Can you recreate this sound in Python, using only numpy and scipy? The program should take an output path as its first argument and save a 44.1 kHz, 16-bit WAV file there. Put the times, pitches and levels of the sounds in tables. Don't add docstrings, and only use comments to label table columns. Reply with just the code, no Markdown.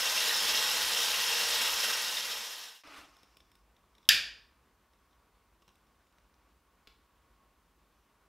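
import sys
import numpy as np
from scipy import signal
from scipy.fft import rfft, irfft, next_fast_len
from scipy.io import wavfile
from scipy.ndimage import uniform_filter1d

SR = 44100
rng = np.random.default_rng(int(sys.argv[2]) if len(sys.argv) > 2 else 0)


def level_to_linear(level):
    exponent = np.asarray(level, float) / 20
    return 10 ** exponent


def to_wav(s):
    ch = np.atleast_2d(s).T
    pcm = np.round(np.clip(ch, -1, 1) * 32767)
    wavfile.write(sys.argv[1], SR, pcm.astype(np.int16))


N = 365141
CHANGE_S = 2.836
EDGE_HZ = 15760
HAMMER_DB_AFTER = 11


def clock():
    return np.arange(N) / SR


def evened(x):
    return x / np.sqrt(np.mean(x ** 2) + 1e-20)


def slow(seconds):
    size = max(round(seconds * SR), 2)
    once = uniform_filter1d(rng.standard_normal(N), size)
    return evened(uniform_filter1d(once, size))


def read(points, hz):
    f, value = np.transpose(points)
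    return np.interp(np.log(hz + 1), np.log(f + 1), value)


def coloured(x, spectrum, peaks=()):
    size = next_fast_len(N)
    hz = np.fft.rfftfreq(size, 1 / SR)
    db = read(spectrum, hz)
    for f, width, boost in peaks:
        db = db + boost / (1 + (2 * (hz - f) / width) ** 2)
    return evened(irfft(rfft(x, size) * level_to_linear(db) * (hz < EDGE_HZ), size)[:N])


def causal(spectrum):
    db = read(spectrum, abs(np.fft.fftfreq(4096, 1 / SR)))
    log_gain = np.log(level_to_linear(np.maximum(db, -70)))
    taps = np.fft.ifft(np.exp(np.conj(signal.hilbert(log_gain)))).real[:1024]
    return taps / np.linalg.norm(taps)


def limited(x):
    return signal.oaconvolve(x, signal.firwin(511, EDGE_HZ, window=("kaiser", 9), fs=SR), "same")


def patchy(patchy_db, flicker_db, span):
    frames = N // 128 + 5
    a, b, patches = rng.standard_normal((frames, 257, 3)).T
    patches = uniform_filter1d(patches, 6, 0)
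    patches = evened(uniform_filter1d(patches, span, 1))
    flicker = evened(uniform_filter1d(rng.standard_normal(frames), span // 2))
    z = (a + 1j * b) * level_to_linear(patchy_db * patches + flicker_db * flicker)
    return signal.istft(z, nperseg=512, noverlap=384)[1][:N]


def add(mix, s, sound):
    part = mix[round(s * SR):][:len(sound)]
    part += sound[:len(part)]


# frequency in Hz, time to fall by 60 dB in seconds.
TILE_DECAY = [(500, 0.67), (1320, 0.5), (3480, 0.44), (5400, 0.44), (7700, .35), (11000, 0.33),
              (15500, 0.2)]


def tiles(x):
    taps = rng.choice([-1., 1.], SR) * (rng.random(SR) < .3)
    hz, t, z = signal.stft(taps, SR, nperseg=128)
    decay = level_to_linear(-60 * t / read(TILE_DECAY, hz)[:, None])
    tail = signal.istft(z * decay, SR, nperseg=128)[1]
    build_up_s = 0.003
    tail = tail * (1 - np.exp(-(np.arange(len(tail)) / SR / build_up_s) ** 2))
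    return signal.fftconvolve(x, tail / np.linalg.norm(tail))[:N]


def ticks(rows, modes):
    out, t = np.zeros(N), np.arange(600) / SR
    click = np.exp(-t * 18000) - .17 * np.exp(-t * 3000)
    for s, db, mode_db, top_db, thud_db, ms in rows:
        weights = [0, 0, mode_db, top_db, top_db, thud_db]
        body = level_to_linear(14 + top_db) * click
        for (hz, width, mode_gain), weight in zip(modes, weights):
            ring = np.exp(-np.pi * width * t) * np.sin(2 * np.pi * hz * t)
            body = body + level_to_linear(mode_gain + weight) * ring
        rattle = rng.standard_normal(600) * np.exp(-(1000 * t / max(ms, .15)) ** 2)
        tick = np.convolve(rattle, body)
        add(out, s, level_to_linear(db) * tick / abs(tick).max())
    return out


# frequency in Hz, density in dB per Hz.
HUSH = [(15, -60), (30, -22), (42, -4.5), (55, 1.5), (75, -9), (113, -17), (221, -15), (510, -19),
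        (724, -20.5), (1080, -17.5), (1710, -24), (2780, -27.5), (5500, -36), (15600, -53.5)]
# frequency in Hz, width in Hz, boost in dB.
PIPE = [(1130, 30, 6.5), (955.4, 20, 5), (1230, 20, 2), (1470, 20, 6.5)]


def hush():
    room_db, hiss_db = -69.5, -80.5
    room = coloured(patchy(patchy_db=0.6, flicker_db=-0.7, span=30), HUSH, PIPE)
    return (level_to_linear(room_db) * room + level_to_linear(hiss_db) * rng.standard_normal(N)) * (clock() > CHANGE_S)


# time in seconds, level in dB.
SURGES = [
    (3.12, -75),
    (3.5, -79.5),
    (4.11, -71.5),
    (6.88, -77),
    (7.14, -80),
    (7.4, -75),
]


def drone():
    t = clock()
    level = level_to_linear(-87.5 + 3.5 * slow(seconds=.1))
    rise_s, fall_s = 0.033, 0.09
    for s, db in SURGES:
        level = level + level_to_linear(db) * np.exp(-np.maximum((s - t) / rise_s, (t - s) / fall_s))
    wander = evened(uniform_filter1d(rng.standard_normal(N), 3000))
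    hz = 1090 + 5.5 * wander
    return (t > CHANGE_S) * level_to_linear(2.0) * level * np.sin(2 * np.pi * np.cumsum(hz) / SR)


# start in seconds, first, middle and last frequency in Hz, level in dB.
BIRD = [
    (6.0, 5950, 6920, 5650, -89),
    (7.9, 6450, 5860, 5000, -88),
]


def bird():
    whistle_s = .21
    out, u = np.zeros(N), np.arange(0, 1, 1 / (whistle_s * SR))
    for start, first_hz, middle_hz, last_hz, db in BIRD:
        arch = (2 * middle_hz - first_hz - last_hz) * 2 * u * (1 - u)
        hz = first_hz + (last_hz - first_hz) * u + arch
        add(out, start, level_to_linear(db) * np.sin(np.pi * u) * np.sin(2 * np.pi * np.cumsum(hz) / SR))
    return out * level_to_linear(1.6 * slow(seconds=.005))


# time in seconds, peak in dB, rattle length in milliseconds.
SPITS = [
    (6.8727, -40.5, 0.27),
    (6.8740, -45, 0.62),
    (6.8757, -46.5, 2.5),
    (6.9614, -64, 2.5),
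]
# level in dB of the third mode, of the top, of the thud.
SPIT_COLOUR = (-6, -20, -4)
# frequency in Hz, width in Hz, level in dB.
WAX = [(2470, 500, -9), (3380, 1100, 14), (4600, 1200, 10), (7000, 1700, 2), (12500, 3300, 25),
       (466, 300, 5)]


def wick():
    return ticks([(s, db, *SPIT_COLOUR, ms) for s, db, ms in SPITS], WAX)


# frequency in Hz, density in dB per Hz.
CLOTH = [(88, -53), (150, -45), (297, 3), (348, -7), (504, -13), (612, -3.5), (960, -6.5), (1290, 2),
         (1630, -7), (2810, -5), (3160, -8), (12400, -20), (16000, -31)]


def sleeve():
    t = clock()
    top_s, settled_s = 2.984, 3.35
    before, after = np.maximum(top_s - t, 0), np.maximum(t - top_s, 0)
    stroke_db = -50.5 - 39 * before - 128 * after
    settle_db = -62.5 - 32 * after
    level_db = np.maximum(stroke_db, settle_db)
    bright_db = level_db - 11.5 - 41 * before
    clumps_db = 1.3 * uniform_filter1d(rng.exponential(1, N), 4) ** 2
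    snags = evened(rng.standard_normal(N) * level_to_linear(np.minimum(clumps_db, 14)))
    rustle = evened(patchy(patchy_db=-2.0, flicker_db=-0.5, span=8))
    cloth = coloured(snags + 1.7 * rustle, CLOTH)
    low = signal.sosfiltfilt(signal.butter(4, 4800, fs=SR, output="sos"), cloth)
    moving = (t > CHANGE_S) & (t < settled_s)
    return moving * (level_to_linear(level_db) * evened(low) + level_to_linear(bright_db) * evened(cloth - low))


# start in seconds, length in seconds, first level in dB, last level in dB.
GRIP = [
    (2.836, 0.81, -68, -86.5),
    (3.9, 0.16, -93, -82),
    (4.9, .3, -92.5, -92),
    (5.6, 0.84, -91, -98),
]
# frequency in Hz, density in dB per Hz.
GRIP_RING = [(3000, -44), (4900, -8.5), (5400, -5.5), (5900, -9.5), (9000, -35)]


def grip():
    level = np.zeros(N)
    for start, length, first_db, last_db in GRIP:
        add(level, start, level_to_linear(np.linspace(first_db, last_db, round(length * SR))))
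    rub = coloured(patchy(patchy_db=3.0, flicker_db=1.5, span=4), GRIP_RING)
    return uniform_filter1d(level, 400) * rub


# time in seconds, peak in dB.
CRISP = [(3.0944, -56), (3.1667, -51), (3.3692, -48.5), (3.5164, -52), (3.5534, -55.5), (5.7554, -56.5),
         (6.0694, -66), (6.1244, -62)]
DULL = [(3.4032, -51), (3.7648, -56.5), (3.9509, -55), (3.9814, -53.5), (4.0294, -60), (4.0522, -52),
        (4.9336, -62), (5.1094, -64), (5.1294, -63)]
KNOCK = [(2.8734, -45.5), (2.9891, -45), (3.2314, -50.5), (5.8684, -63), (7.9244, -66)]
# level in dB of the 5 kHz mode, of the top above 7 kHz, of the thud
# under 1.5 kHz, then rattle length in milliseconds.
CRISP_COLOUR = (-13, -11.5, -11.5, 4)
DULL_COLOUR = (-18, -25, -16.5, 4.5)
KNOCK_COLOUR = (-9, -16, 3, 4.5)
# frequency in Hz, width in Hz, level in dB.
SHELL = [(2500, 500, -14), (3640, 430, 1.5), (5304, 260, 10), (8975, 3300, 17.5), (13000, 3500, 15),
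         (600, 400, 3.5)]
# time in seconds, peak in dB, top above 7 kHz in dB, scrape length in milliseconds.
SCRAPES = [
    (5.6204, -57, -30, 9.0),
    (5.6794, -49.5, -10, 5.0),
    (5.69, -53.5, -30, 3.0),
    (5.7034, -60, -26, 4.0),
    (6.184, -56, -26, 3.3),
    (6.3414, -59, -24, 3.5),
]
# frequency in Hz, width in Hz, level in dB.
DISH = [(2920, 500, 4), (3800, 1200, 7), (5450, 700, 6), (8500, 3000, 12), (12000, 3500, 16),
        (1300, 1200, 14)]


def lighter():
    kinds = [(CRISP, CRISP_COLOUR), (DULL, DULL_COLOUR), (KNOCK, KNOCK_COLOUR)]
    touches = [(*row, *colour) for rows, colour in kinds for row in rows]
    mode_db, thud_db = -3, -3
    scrapes = [(s, db, mode_db, top_db, thud_db, ms) for s, db, top_db, ms in SCRAPES]
    return ticks(touches, SHELL) + ticks(scrapes, DISH)


def flare():
    t = np.maximum(clock() - 4.095, 0)
    rise_s = .04
    level = np.minimum(t / rise_s, 1) * level_to_linear(-49.5 - 85 * t)
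    spectrum = [(30, -6), (60, 1), (130, -8.5), (300, -10), (700, -10), (1100, -38.5)]  # (Hz, dB per Hz)
    return level * coloured(rng.standard_normal(N), spectrum)


# time in seconds, peak in dB.
SNAP = [
    (4.0894, -3.5),
    (4.0900, -5),
    (4.091, -3.5),
    (4.092, -6),
    (4.0926, -11),
    (4.0938, -11),
]


def thump():
    out, u = np.zeros(N), np.arange(0, 1, 140 / SR)
    add(out, SNAP[0][0], level_to_linear(-50) * np.sin(2 * np.pi * u) * np.sin(np.pi * u))
    return out


# frequency in Hz, density in dB per Hz.
HAMMER = [(290, -68.5), (500, -47), (952, -33.5), (1520, -13.5), (2040, -18.5), (3500, 4.5), (4050, -9),
          (4900, -1), (6560, -13), (11800, -14), (12700, -13.5), (15600, -28.5), (16500, -42.5),
          (17200, -70)]
# frequency in Hz, density in dB per Hz.
AFTER = [(290, -60), (500, -38.5), (1200, -24), (1770, -0.5), (2080, -14.5), (2330, -2.5), (3070, -4.5),
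         (3590, -3), (4210, -10.5), (4720, -0.5), (5860, -15), (7380, -16), (8520, -23.5), (12400, -20),
         (15600, -27.5)]


def snap():
    direct, blow = np.zeros(N), np.zeros(N)
    contact_s = 0.00033
    dying = np.exp(-np.arange(300) / SR / contact_s)
    for s, db in SNAP:
        hit = np.convolve(rng.standard_normal(300) * dying, causal(HAMMER))
        add(direct, s, level_to_linear(db) * hit / abs(hit).max())
    add(blow, SNAP[0][0], causal(AFTER))
    return direct + level_to_linear(HAMMER_DB_AFTER) * limited(tiles(blow))


def bubble(hz, cycles, glide):
    u = np.arange(int(3 * cycles * SR / hz)) * hz / SR / cycles
    return np.sin(2 * np.pi * cycles * (u + glide * u ** 2)) * u * np.exp(1 - u * 2) * 2


def fizz():
    out, size = np.zeros(N), 3 * SR
    for hz in np.geomspace(250, 15000, 36):
        strength = level_to_linear(3.37 * np.minimum(rng.exponential(1, size), 4))
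        births = (rng.random(size) < 200 / SR) * strength
        swarm = signal.oaconvolve(births, bubble(hz, cycles=5.5, glide=0.038))[:size]
        out[:size] += np.sqrt(hz) * evened(swarm)
    return out / out[:size].std()


# frequency in Hz, density in dB per Hz.
JET = [(110, -38.5), (180, -30.5), (209, -22), (417, -18.5), (475, -8), (703, -12), (897, -7), (1890, -6),
       (2370, -6), (2800, -1.5), (4640, -5), (5280, -2.5), (8420, -12), (12500, -12), (15600, -19.5)]
# frequency in Hz, width in Hz, boost in dB.
TUB = [(211.6, 21, 11), (324, 14, 2.5), (480.5, 12.2, 4.5), (536, 31, 0), (890, 76, 4.5), (1520, 120, 3),
       (1900, 100, 5.5), (2780, 40, 5), (3210, 200, 2), (3740, 500, 3.5), (5320, 460, 3.5)]
# time in seconds, peak in dB, pitch in Hz.
BUBBLES = [(0.03, -27.5, 3130), (0.063, -24, 2740), (0.176, -19, 2720), (0.294, -17.5, 3900),
           (0.308, -20, 1856), (0.343, -18, 5150), (0.471, -22, 3500), (0.574, -19, 4050),
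           (0.647, -21, 3600), (0.749, -31, 1900), (0.948, -19.5, 3110), (1.14, -22, 2740),
           (1.24, -23.5, 3200), (1.326, -22, 2690), (1.519, -25.5, 2760), (1.634, -23, 3800),
           (1.831, -23, 3130), (1.955, -25.5, 1876), (2.17, -17, 3600), (2.319, -22, 3120)]
# frequency in Hz, density in dB per Hz.
RUMBLE = [(15, -48), (30, -18), (42, -4), (56, 6), (75, -3), (113, -8.5), (156, -14), (190, -13.5),
          (250, -17), (420, -93.5)]


def water():
    running = np.arange(N) < 3 * SR
    hiss = evened(patchy(patchy_db=1.16, flicker_db=2.2, span=14))
    splash = (0.52 * fizz() + 0.69 * hiss) * running
    splash = splash + 0.66 * tiles(splash)
    quarter = SR // 4
    splash[:quarter] += 0.6 * rng.standard_normal(quarter) * np.linspace(1, 0, quarter)
    splash = coloured(splash * running, JET, TUB)
    splash = level_to_linear(-30) * splash / splash[running].std()
    large = np.zeros(N)
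    for s, db, hz in BUBBLES:
        add(large, s, level_to_linear(db - 5.5) * bubble(hz, cycles=9.7, glide=0.008))
    large = large + 0.92 * tiles(large)
    rumble = coloured(rng.standard_normal(N), RUMBLE)
    rumble = rumble * level_to_linear(-67.5 + 1 * slow(seconds=0.073))
    fade_from_s = 1.666
    fader = np.clip((CHANGE_S - clock()) / (CHANGE_S - fade_from_s), 0, 1)
    return (splash + large + rumble) * fader


def scene():
    steady = hush() + drone() + water()
    shell, wax = lighter(), wick()
    small = shell + wax + tiles(level_to_linear(-8.5) * shell + level_to_linear(-4) * wax)
    soft = steady + bird() + sleeve() + grip() + flare() + thump() + small
    mono = limited(soft) + snap()
    return np.array([mono, mono])


def band_limit(x):
    return signal.sosfilt(signal.butter(12, 17080, fs=SR, output="sos"), x)


# frequency in Hz, density in dB per Hz.
APART = [(15, -23), (25, 1), (668, -7.5), (974, -14), (1140, -27.5), (1270, -19), (2180, -17.5),
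         (4280, -11), (15600, -10.5)]


def record(dry):
    side = level_to_linear(-86.5) * coloured(rng.standard_normal(N), APART) * (clock() > CHANGE_S)
    mix = dry + np.array([side, -side])
    return band_limit(mix)


dry = scene()
out = record(dry)
to_wav(out)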